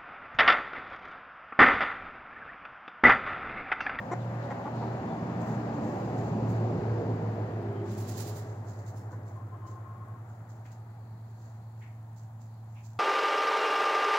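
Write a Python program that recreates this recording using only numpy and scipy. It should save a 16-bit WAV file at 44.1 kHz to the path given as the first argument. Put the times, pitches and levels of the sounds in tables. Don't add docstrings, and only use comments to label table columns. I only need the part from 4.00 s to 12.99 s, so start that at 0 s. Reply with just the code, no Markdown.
import sys
import numpy as np
from scipy import signal
from scipy.fft import rfft, irfft
from scipy.io import wavfile

SR = 44100
rng = np.random.default_rng(int(sys.argv[2]) if len(sys.argv) > 2 else 0)


def materialize(psi):
    bounded = np.clip(np.atleast_2d(psi).T, -1, 1)
    quanta = np.round(bounded * 32767).astype(np.int16)
    wavfile.write(sys.argv[1], SR, quanta)


N = 396459
TIME = np.arange(N) / SR
FREQS = np.maximum(np.arange(N // 2 + 1) * SR / N, 1)
SPEED_M_PER_S, SOUND_M_PER_S = 33.95, 343
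ROAD_M, NEAREST_S = 48.34, 3.024

# (frequency [Hz], left minus right [dB])
BIRD_SIDE = [(200, -1), (380, -4), (700, 1.5), (1300, 3.5), (1900, 6), (2500, 0), (3100, -4.5), (3800, -9),
             (4700, -10), (5700, -8), (7200, -12.5), (8300, -11), (15000, -9)]
ROAD_SIDE = [(110, -0.5), (200, -0.5), (300, -2), (420, -4), (580, -1.5), (750, 1.3), (1300, 3.5),
             (1650, 5), (2000, 8), (2500, 4.5), (3100, -2), (3800, -7), (4700, -8), (5700, -5.5),
             (7200, -8), (8200, -4), (15000, 11)]


def clucks(jitter, rasp):
    # (time [s], length [s], pitch [Hz], level [dB], throat [Hz], mouth [Hz], mouth [dB], beak [dB])
    calls = [(.111, .032, 352, -32, 740, 1930, -11, -32), (.5, .028, 270, -37.5, 850, 1880, -10, -38),
             (.65, .038, 285, -38, 820, 1780, -19, -48), (.812, .034, 240, -38.5, 810, 1950, -19, -48),
             (5.122, .027, 255, -50.5, 980, 1450, -7, -45)]
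    # (frequency [Hz], width [Hz], gain [dB])
    chest = (430, 340, -1.5)
    beak = [(2850, 500, -3), (3750, 600, -5), (5900, 700, -1), (7100, 900, 0)]
    throat_width_hz, mouth_width_hz, ramp_s = 340, 380, .005
    out, wobble, breath = np.zeros(N), drift(300), rng.standard_normal(N)
    for s, length, pitch_hz, level_db, throat_hz, mouth_hz, mouth_db, beak_db in calls:
        near = span(s - .02, s + .12)
        age = TIME[near] - s
        opening = np.clip(np.minimum(age, length - age) / ramp_s, 0, 1)
        cycles = np.cumsum(pitch_hz * (1 + jitter * wobble[near]) * (age > 0)) / SR
        pulses = np.diff(np.floor(cycles), prepend=0) * np.sqrt(SR / pitch_hz)
        source = opening * (pulses + rasp * breath[near])
        tract = [chest, (throat_hz, throat_width_hz, 0), (mouth_hz, mouth_width_hz, mouth_db)]
        lowpass = signal.butter(6, 1.17 * mouth_hz, fs=SR, output="sos")
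        call = signal.sosfilt(lowpass, ring_in(source, tract)) + from_db(beak_db) * ring_in(source, beak)
        out[near] += from_db(level_db) * call / np.sqrt(np.sum(call ** 2) / (length * SR))
    muffled = 1 / (1 + (FREQS / 8000) ** 20)
    return irfft(rfft(out) * muffled * pan(per_hz(BIRD_SIDE)), N)


def feathers():
    # (peak time [s], rise [s], fall [s], relative level [dB])
    swings = [(3.925, .012, .035, -57), (3.998, .015, 0.036, -47), (4.095, 0.012, 0.03, -44),
              (4.187, 0.015, 0.036, -44.5), (4.21, 0.0075, 0.023, -42.5), (4.29, .022, 0.018, -45),
              (4.381, 0.02, .028, -48.5)]
    # (peak time [s], fall [s], relative level [dB])
    ruffles = [(1.479, 0.1, -68), (1.97, 0.11, -70), (2.505, .033, -60), (4.885, .025, -62.5),
               (4.98, 0.039, -61)]
    # (frequency [Hz], level [dB])
    colour = [(500, -15), (1500, -1), (2800, -5.5), (3400, -7.5), (4300, -1), (5500, -2.5), (7300, 2.5),
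              (8300, -8), (11000, -4.5), (13500, -6.5), (15200, -1)]
    strokes = swings + with_rise(ruffles, share=.39)
    flicks = friction(strokes, colour, slips_per_s=2000, size_db=2.5, hiss=.82)
    return flicks * from_db(1.3 * drift(140))


def plumage():
    # (peak time [s], rise [s], fall [s], relative level [dB])
    strokes = [(3.92, .04, .11, -57), (4.23, .14, .16, -52)]
    # (frequency [Hz], level [dB])
    colour = [(1000, -9), (2800, -3), (4300, -2), (5500, -2.5), (7300, 0), (8300, -15), (15500, -15)]
    return friction(strokes, colour, slips_per_s=3000, size_db=2.5, hiss=.99)


def bedding():
    # (peak time [s], fall [s], relative level [dB])
    rustles = [(.21, 0.032, -71), (.42, .06, -71), (.77, 0.06, -70), (1.42, .06, -62.5), (1.5, 0.094, -62),
               (1.75, .05, -65), (1.87, 0.16, -63), (2.06, 0.072, -70), (2.2, .15, -63), (2.5, 0.11, -63.5),
               (4.52, 0.21, -72), (4.697, 0.079, -58.5), (4.795, 0.045, -64.5), (4.885, 0.067, -59.5),
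               (4.98, .055, -65), (5.122, 0.035, -65.5), (5.285, 0.07, -67.5), (5.685, 0.045, -59.5),
               (6.3, 0.11, -74.5), (6.51, 0.061, -65.5), (6.66, .03, -68), (6.725, 0.03, -64.5),
               (7.3, .06, -73), (7.42, 0.12, -67.5), (7.81, .09, -72), (8.18, 0.05, -62.5),
               (8.425, 0.056, -66.5), (8.76, 0.17, -72), (8.85, 0.063, -61.5)]
    # (time [s], relative level [dB])
    ticks = [(4.693, -57), (4.792, -61), (4.864, -57), (4.886, -55), (5.119, -59), (5.233, -65),
             (5.28, -62), (5.67, -63), (6.506, -60), (6.717, -59), (8.933, -58)]
    # (frequency [Hz], level [dB])
    colour = [(1000, -14.5), (3200, -15), (4200, -5), (5500, -5.5), (6500, 0.5), (7500, -1), (8400, -20),
              (12000, -19), (15500, -10.5)]
    litter = friction(with_rise(rustles, share=.27), colour, slips_per_s=3000, size_db=4.5, hiss=.7)
    clumping = from_db(1.6 * drift(70))
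    rise_s, fall_s = .00035, .0024
    snaps = [(s, rise_s, fall_s, db) for s, db in ticks]
    return litter * clumping + friction(snaps, colour, slips_per_s=5000, size_db=0, hiss=1)


def scuffs():
    # (peak time [s], rise [s], fall [s], level [dB], centre [Hz], width [Hz], left minus right [dB])
    drags = [(.215, .015, .03, -69, 3700, 1000, 2), (.44, .02, .035, -67, 3900, 1500, 2),
             (.51, .01, .04, -65, 3200, 2000, 2), (.65, .015, .035, -67.5, 3100, 1500, 2),
             (.81, .05, .14, -66.5, 4100, 1500, 0), (6.657, 0.0044, 0.054, -62.5, 1670, 1300, 5),
             (7.825, .008, 0.065, -60.5, 2050, 750, 4), (8.55, .06, .15, -81, 4300, 1100, -9),
             (8.775, 0.012, 0.05, -65, 2400, 750, 0)]
    out = np.zeros((2, N))
    for s, rise, fall, level_db, hz, width_hz, pan_db in drags:
        near = span(s - .3, s + .7)
        age = TIME[near] - s
        scrape = ring_in(rng.laplace(size=(2, len(age))), [(hz, width_hz, 0)]) * pan(pan_db)
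        out[:, near] += from_db(level_db) * stroke(age, rise, fall) * unit_mid(scrape)
    return out


def hook(touch_s):
    # (frequency [Hz], level [dB], time to fall 60 dB [s])
    modes = [(5270, -71, 0.41), (10000, -68.5, 0.19)]
    age = np.clip(TIME - touch_s, 0, 1)
    return sum(from_db(db - 60 * age / t60) * np.sin(2 * np.pi * hz * age + .33 * drift(250))
               for hz, db, t60 in modes)


def exhaust(phase):
    # (level alongside [dB], gain ahead [dB], gain behind [dB])
    levels = (-32.3, 4, -6)
    # (time [s], spread [s], depth [dB])
    fades = [(.04, 0.068, 13), (.62, 0.11, 12.5), (1.1, 0.12, 12), (1.72, 0.32, 8), (7.7, 0.73, 17.5)]
    faded_db = sum(depth_db * bell(s, spread) for s, spread, depth_db in fades)
    return passing(*levels) * from_db(.69 * drift(12) - faded_db) * np.sin(phase)


def overtones(exhaust_phase):
    # (multiple of the exhaust note, relative level [dB], peak time [s], spread [s])
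    partials = [(1.96, -41.5, .95, .3), (1.96, -41, 1.7, .3), (1.95, -37, 2.43, .13),
                (1.954, -45.5, 3.9, .25), (1.56, -42, 1.3, .2), (2.46, -41, 1.85, .22),
                (2.38, -47, 3.95, .28), (2.66, -46, 1.7, .55), (3.255, -48, 1.2, .45),
                (3.235, -44.5, 2.65, .3), (3.24, -45.5, 3.8, .36), (3.45, -48, 3.9, .3),
                (3.28, -61, 5.2, .6), (3.72, -43, 2.95, .25), (3.8, -43.5, 3.8, .22),
                (4.03, -50, 4.28, .15), (4.32, -50, 1.9, .35), (4.32, -43, 2.95, .3), (4.4, -48.5, .1, .3),
                (4.78, -48.5, .4, .4), (5.06, -51, 1.8, .3), (6.47, -50, 1.1, .2)]
    flutter_db, smear_rad = 2.5, .6
    out = np.zeros(N)
    for multiple, level_db, s, spread in partials:
        near = span(s - 4 * spread, s + 4 * spread)
        t = TIME[near]
        gain = from_db(level_db + flutter_db * drift(18, t) - 2) * bell(s, spread, t)
        out[near] += gain * np.sin(multiple * exhaust_phase[near] + smear_rad * drift(22, t))
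    return out


def whistle(phase):
    # (time [s], spread [s], relative level [dB])
    swells = [(1.12, .04, -73), (1.36, .13, -74), (3.76, 0.06, -74.5), (5.63, .06, -84)]
    envelope = sum(from_db(level_db) * bell(s, spread) for s, spread, level_db in swells)
    return envelope * from_db(3.5 * drift(25) - 1.5) * np.sin(phase + 2.3 * drift(140))


def engines():
    exhaust_hz, whistle_hz, rev_up_per_s = 107.153, 3185, .0071
    _, heading = truck_path(lead_s=0)
    shift = (1 + rev_up_per_s * TIME) / (1 - heading * SPEED_M_PER_S / SOUND_M_PER_S)
    phase = phase_of(exhaust_hz * shift)
    tones = exhaust(phase) + far_engine() + overtones(phase) + whistle(phase_of(whistle_hz * shift))
    return np.sqrt(2) * tones * pan(-.45)


def road_roar():
    # (frequency [Hz], level [dB])
    colour = [(25, -28), (45, -22), (70, -8), (100, 1), (160, 4), (250, -1), (400, -3.5), (750, -9),
              (1100, -19), (1500, -24), (1900, -25.3), (2500, -29)]
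    # (level alongside [dB], gain ahead [dB], gain behind [dB], absorption [dB/m], far traffic [dB])
    bands = [(-47, -6, -12, 0, -66), (-36.3, 2, -14.5, 0.04, -62), (-39, -1.5, -9.5, 0.0944, -76),
             (-44, 10.3, -7, 0.05, -68), (-55.4, 12, -1.3, 0.036, -83)]
    edges = (25, 110, 290, 660, 1200, 2100)
    below = [1 / (1 + (FREQS / hz) ** 10) for hz in edges]
    roar = rfft(noise(from_db(per_hz(colour)), ROAD_SIDE))
    out = np.zeros((2, N))
    for low, high, (*truck_db, far_db) in zip(below, below[1:], bands):
        band = irfft(roar * high * (1 - low), N)
        gain = np.hypot(passing(*truck_db), from_db(far_db)) * from_db(drift(15))
        out += gain * unit_mid(band)
    return out


def tyre_hiss():
    # (frequency [Hz], level [dB])
    colour = [(1700, -17), (2200, 7.3), (2700, 6.3), (3300, -0.5), (3800, -1.5), (4400, -0.5), (5000, -1.8),
              (5600, -5), (7300, -5), (8200, -25.5), (16000, -28)]
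    # (level alongside [dB], gain ahead [dB], gain behind [dB], absorption [dB/m], far traffic [dB])
    levels = (-62.5, 8, -15, 0.05, -83.5)
    # (frequency [Hz], left minus right [dB])
    ahead_side = [(2000, 7.5), (2500, 6), (3100, 3.5), (3800, 0), (4700, -1.5), (5700, -2), (7200, -7.5),
                  (8200, -4), (15000, 11)]
    *truck_db, far_db = levels
    spectrum = from_db(per_hz(colour))
    ahead = np.interp(TIME, [1.2, 2.5], [1, 0])
    hiss = np.sqrt(ahead) * noise(spectrum, ahead_side) + np.sqrt(1 - ahead) * noise(spectrum, ROAD_SIDE)
    wake = bell(s=3.65, spread=.42) * noise_band(level_db=-64.5, hz=1850, width_hz=1500)
    return np.hypot(passing(*truck_db), from_db(far_db)) * hiss + wake


def road(lag_s):
    left, right = tyre_hiss() + road_roar()
    late = irfft(rfft(right) * np.exp(-2j * np.pi * FREQS * lag_s), N)
    return np.array([left, late])


def truck_path(lead_s):
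    to_go = SPEED_M_PER_S * (NEAREST_S - lead_s - TIME)
    distance = np.hypot(to_go, ROAD_M)
    return distance / ROAD_M, to_go / distance


def passing(alongside_db, ahead_db, behind_db, absorbed_db_per_m=0):
    distance, heading = truck_path(lead_s=.36)
    aimed_db = np.where(heading > 0, ahead_db, behind_db) * heading ** 2
    absorbed_db = absorbed_db_per_m * ROAD_M * (distance - 1)
    return from_db(alongside_db + aimed_db - absorbed_db) / distance


def far_engine():
    # (time [s], level [dB])
    levels = [(0, -68), (2.0, -61), (2.7, -39.5), (5.0, -44.3), (8.99, -44.3)]
    # (multiple of the hum, level against it [dB])
    partials = [(.797, -20), (.92, -18.5), (1.098, -20), (1.18, -23), (2, -22.5), (2.98, -37)]
    hum_hz, sag_hz_per_s, smear_rad = 115.86, .4869, .6
    phase = phase_of(hum_hz - sag_hz_per_s * TIME)
    weak = sum(from_db(db) * np.sin(multiple * phase + smear_rad * drift(6)) for multiple, db in partials)
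    level_db = np.interp(TIME, *np.transpose(levels)) + .5 * drift(8.5)
    return from_db(level_db) * (np.sin(phase) + weak)


def brakes():
    # (time [s], length [s], relative level [dB], pitch [Hz])
    bursts = [(5.357, .028, -49, 1048), (5.394, .042, -52, 1068), (5.517, .045, -48, 1050),
              (5.618, .03, -51, 1060), (5.647, .022, -47.5, 1052), (5.672, .026, -47.5, 1038),
              (5.712, .038, -49, 1058), (5.752, .04, -46.5, 1062), (5.847, .035, -47.5, 1060),
              (5.884, .048, -48, 1066), (5.938, .045, -51, 1072), (6.004, .042, -47.5, 1070),
              (6.07, .055, -51.5, 1085), (6.138, .03, -48.5, 1076)]
    squeal, waver, chatter = np.zeros(N), .42 * drift(110), from_db(1.7 * drift(130))
    for s, length, level_db, hz in bursts:
        near = span(s - length / 2, s + 2 * length)
        grip = np.exp(-(2 * (TIME[near] - s - length / 2) / length) ** 4)
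        tone = np.sin(2 * np.pi * hz * TIME[near] + waver[near])
        squeal[near] += from_db(level_db) * grip * rms_one(chatter[near]) * tone
    tyre_swell = bell(s=5.85, spread=.5) * noise_band(level_db=-63.5, hz=1230, width_hz=450)
    return enclosure(squeal * from_db([[3], [-5]]), t60=.3, wet_db=-12) + tyre_swell


def interference():
    first_s, period_s, spread_db = .248, .1024, 2.5
    at = (np.arange(first_s, TIME[-1], period_s) * SR).astype(int)
    clicks = np.zeros(N)
    clicks[at] = from_db(-49 + spread_db * rng.standard_normal(len(at)))
    return irfft(rfft(clicks) * resonance(hz=8300, width_hz=5000), N)


def background():
    # (frequency [Hz], level [dB])
    colour = [(100, 1.5), (2500, -17.5), (3200, 8.5), (4300, 3), (5400, 2.5), (7200, 12), (8300, 3),
              (11000, 5), (15500, 7.5)]
    sizzle = bell(s=7.3, spread=.57) * noise_band(level_db=-82.5, hz=4290, width_hz=800)
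    air = from_db(-76.5) * noise(from_db(per_hz(colour)), side=[(100, 0), (15000, -.43)])
    far_roar = noise_band(level_db=-65, hz=830, width_hz=380)
    return far_roar + air + sizzle


def friction(strokes, colour, slips_per_s, size_db, hiss):
    power = np.zeros(N)
    for s, rise, fall, level_db in strokes:
        near = span(s - .4, s + .7)
        power[near] += (from_db(level_db) * stroke(TIME[near] - s, rise, fall)) ** 2
    slips = np.zeros((2, N))
    born = rng.random((2, N)) < slips_per_s / SR
    sizes = from_db(size_db * np.minimum(rng.exponential(1, born.sum()), 5))
    slips[born] = sizes * rng.choice([-1, 1], len(sizes))
    grain = rms_one(slips) + hiss * rng.standard_normal((2, N))
    return np.sqrt(power) * stereo(grain, from_db(per_hz(colour)), BIRD_SIDE)


def enclosure(x, t60, wet_db):
    age = np.arange(SR // 2) / SR
    tail = rng.standard_normal((2, len(age))) * from_db(-60 * age / t60) * (age > .006)
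    tail /= np.sqrt(np.sum(tail ** 2, axis=1, keepdims=True))
    return x + from_db(wet_db) * signal.fftconvolve(x, tail, axes=1)[:, :N]


def stereo(pair, spectrum, side):
    # (frequency [Hz], left-right correlation)
    coherence = [(30, .995), (170, .998), (300, .975), (640, .76), (1400, .55), (3100, 0), (15000, 0)]
    alike = np.clip(per_hz(coherence), -1, 1)
    mid, spread = rfft(pair)
    both = np.sqrt(1 + alike) * mid + np.array([[1], [-1]]) * np.sqrt(1 - alike) * spread
    return unit_mid(irfft(both * spectrum * pan(per_hz(side)), N))


def noise(spectrum, side):
    return stereo(rng.standard_normal((2, N)), spectrum, side)


def noise_band(level_db, hz, width_hz):
    return from_db(level_db) * noise(resonance(hz, width_hz), ROAD_SIDE)


def resonance(hz, width_hz):
    return 1 / (1 + 1j * hz / width_hz * (FREQS / hz - hz / FREQS)) ** 2


def ring_in(x, resonances):
    out = 0
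    for hz, width_hz, db in resonances:
        b, a = signal.iirpeak(hz, hz / width_hz, fs=SR)
        out = out + from_db(db) * signal.lfilter(b, a, signal.lfilter(b, a, x))
    return out


def stroke(age, rise, fall):
    return np.exp(-np.where(age < 0, (age / rise) ** 2 / 2, age / fall))


def with_rise(rows, share):
    return [(s, share * fall, fall, level_db) for s, fall, level_db in rows]


def bell(s, spread, t=TIME):
    return np.exp(-((t - s) / spread) ** 2 / 2)


def drift(rate, t=TIME):
    knots = rng.standard_normal(int(rate * N / SR) + 2)
    return rms_one(np.interp(t * rate, np.arange(len(knots)), knots))


def phase_of(hz):
    return 2 * np.pi * np.cumsum(hz) / SR


def per_hz(points):
    hz, value = np.transpose(points)
    return np.interp(np.log(FREQS), np.log(hz), value)


def span(start_s, end_s):
    return slice(max(int(start_s * SR), 0), int(end_s * SR))


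def pan(difference_db):
    return from_db(np.array([[.5], [-.5]]) * difference_db)


def from_db(db):
    return 10 ** (np.asarray(db) / 20)


def rms_one(x):
    return x / np.sqrt(np.mean(x ** 2) + 1e-20)


def unit_mid(pair):
    return pair / np.std(pair.mean(axis=0))


def scene():
    rustling = from_db(-3.5) * (feathers() + plumage() + bedding())
    bird = rustling + scuffs() + clucks(jitter=.04, rasp=.59) + hook(touch_s=4.972)
    run = enclosure(bird, t60=.28, wet_db=-11)
    return run + background() + road(lag_s=.00016) + engines() + brakes() + interference()


def record(dry):
    cutoff_hz = 15780
    return signal.sosfilt(signal.ellip(12, .1, 80, cutoff_hz, fs=SR, output="sos"), dry)


dry = scene()
out = record(dry)
materialize(out)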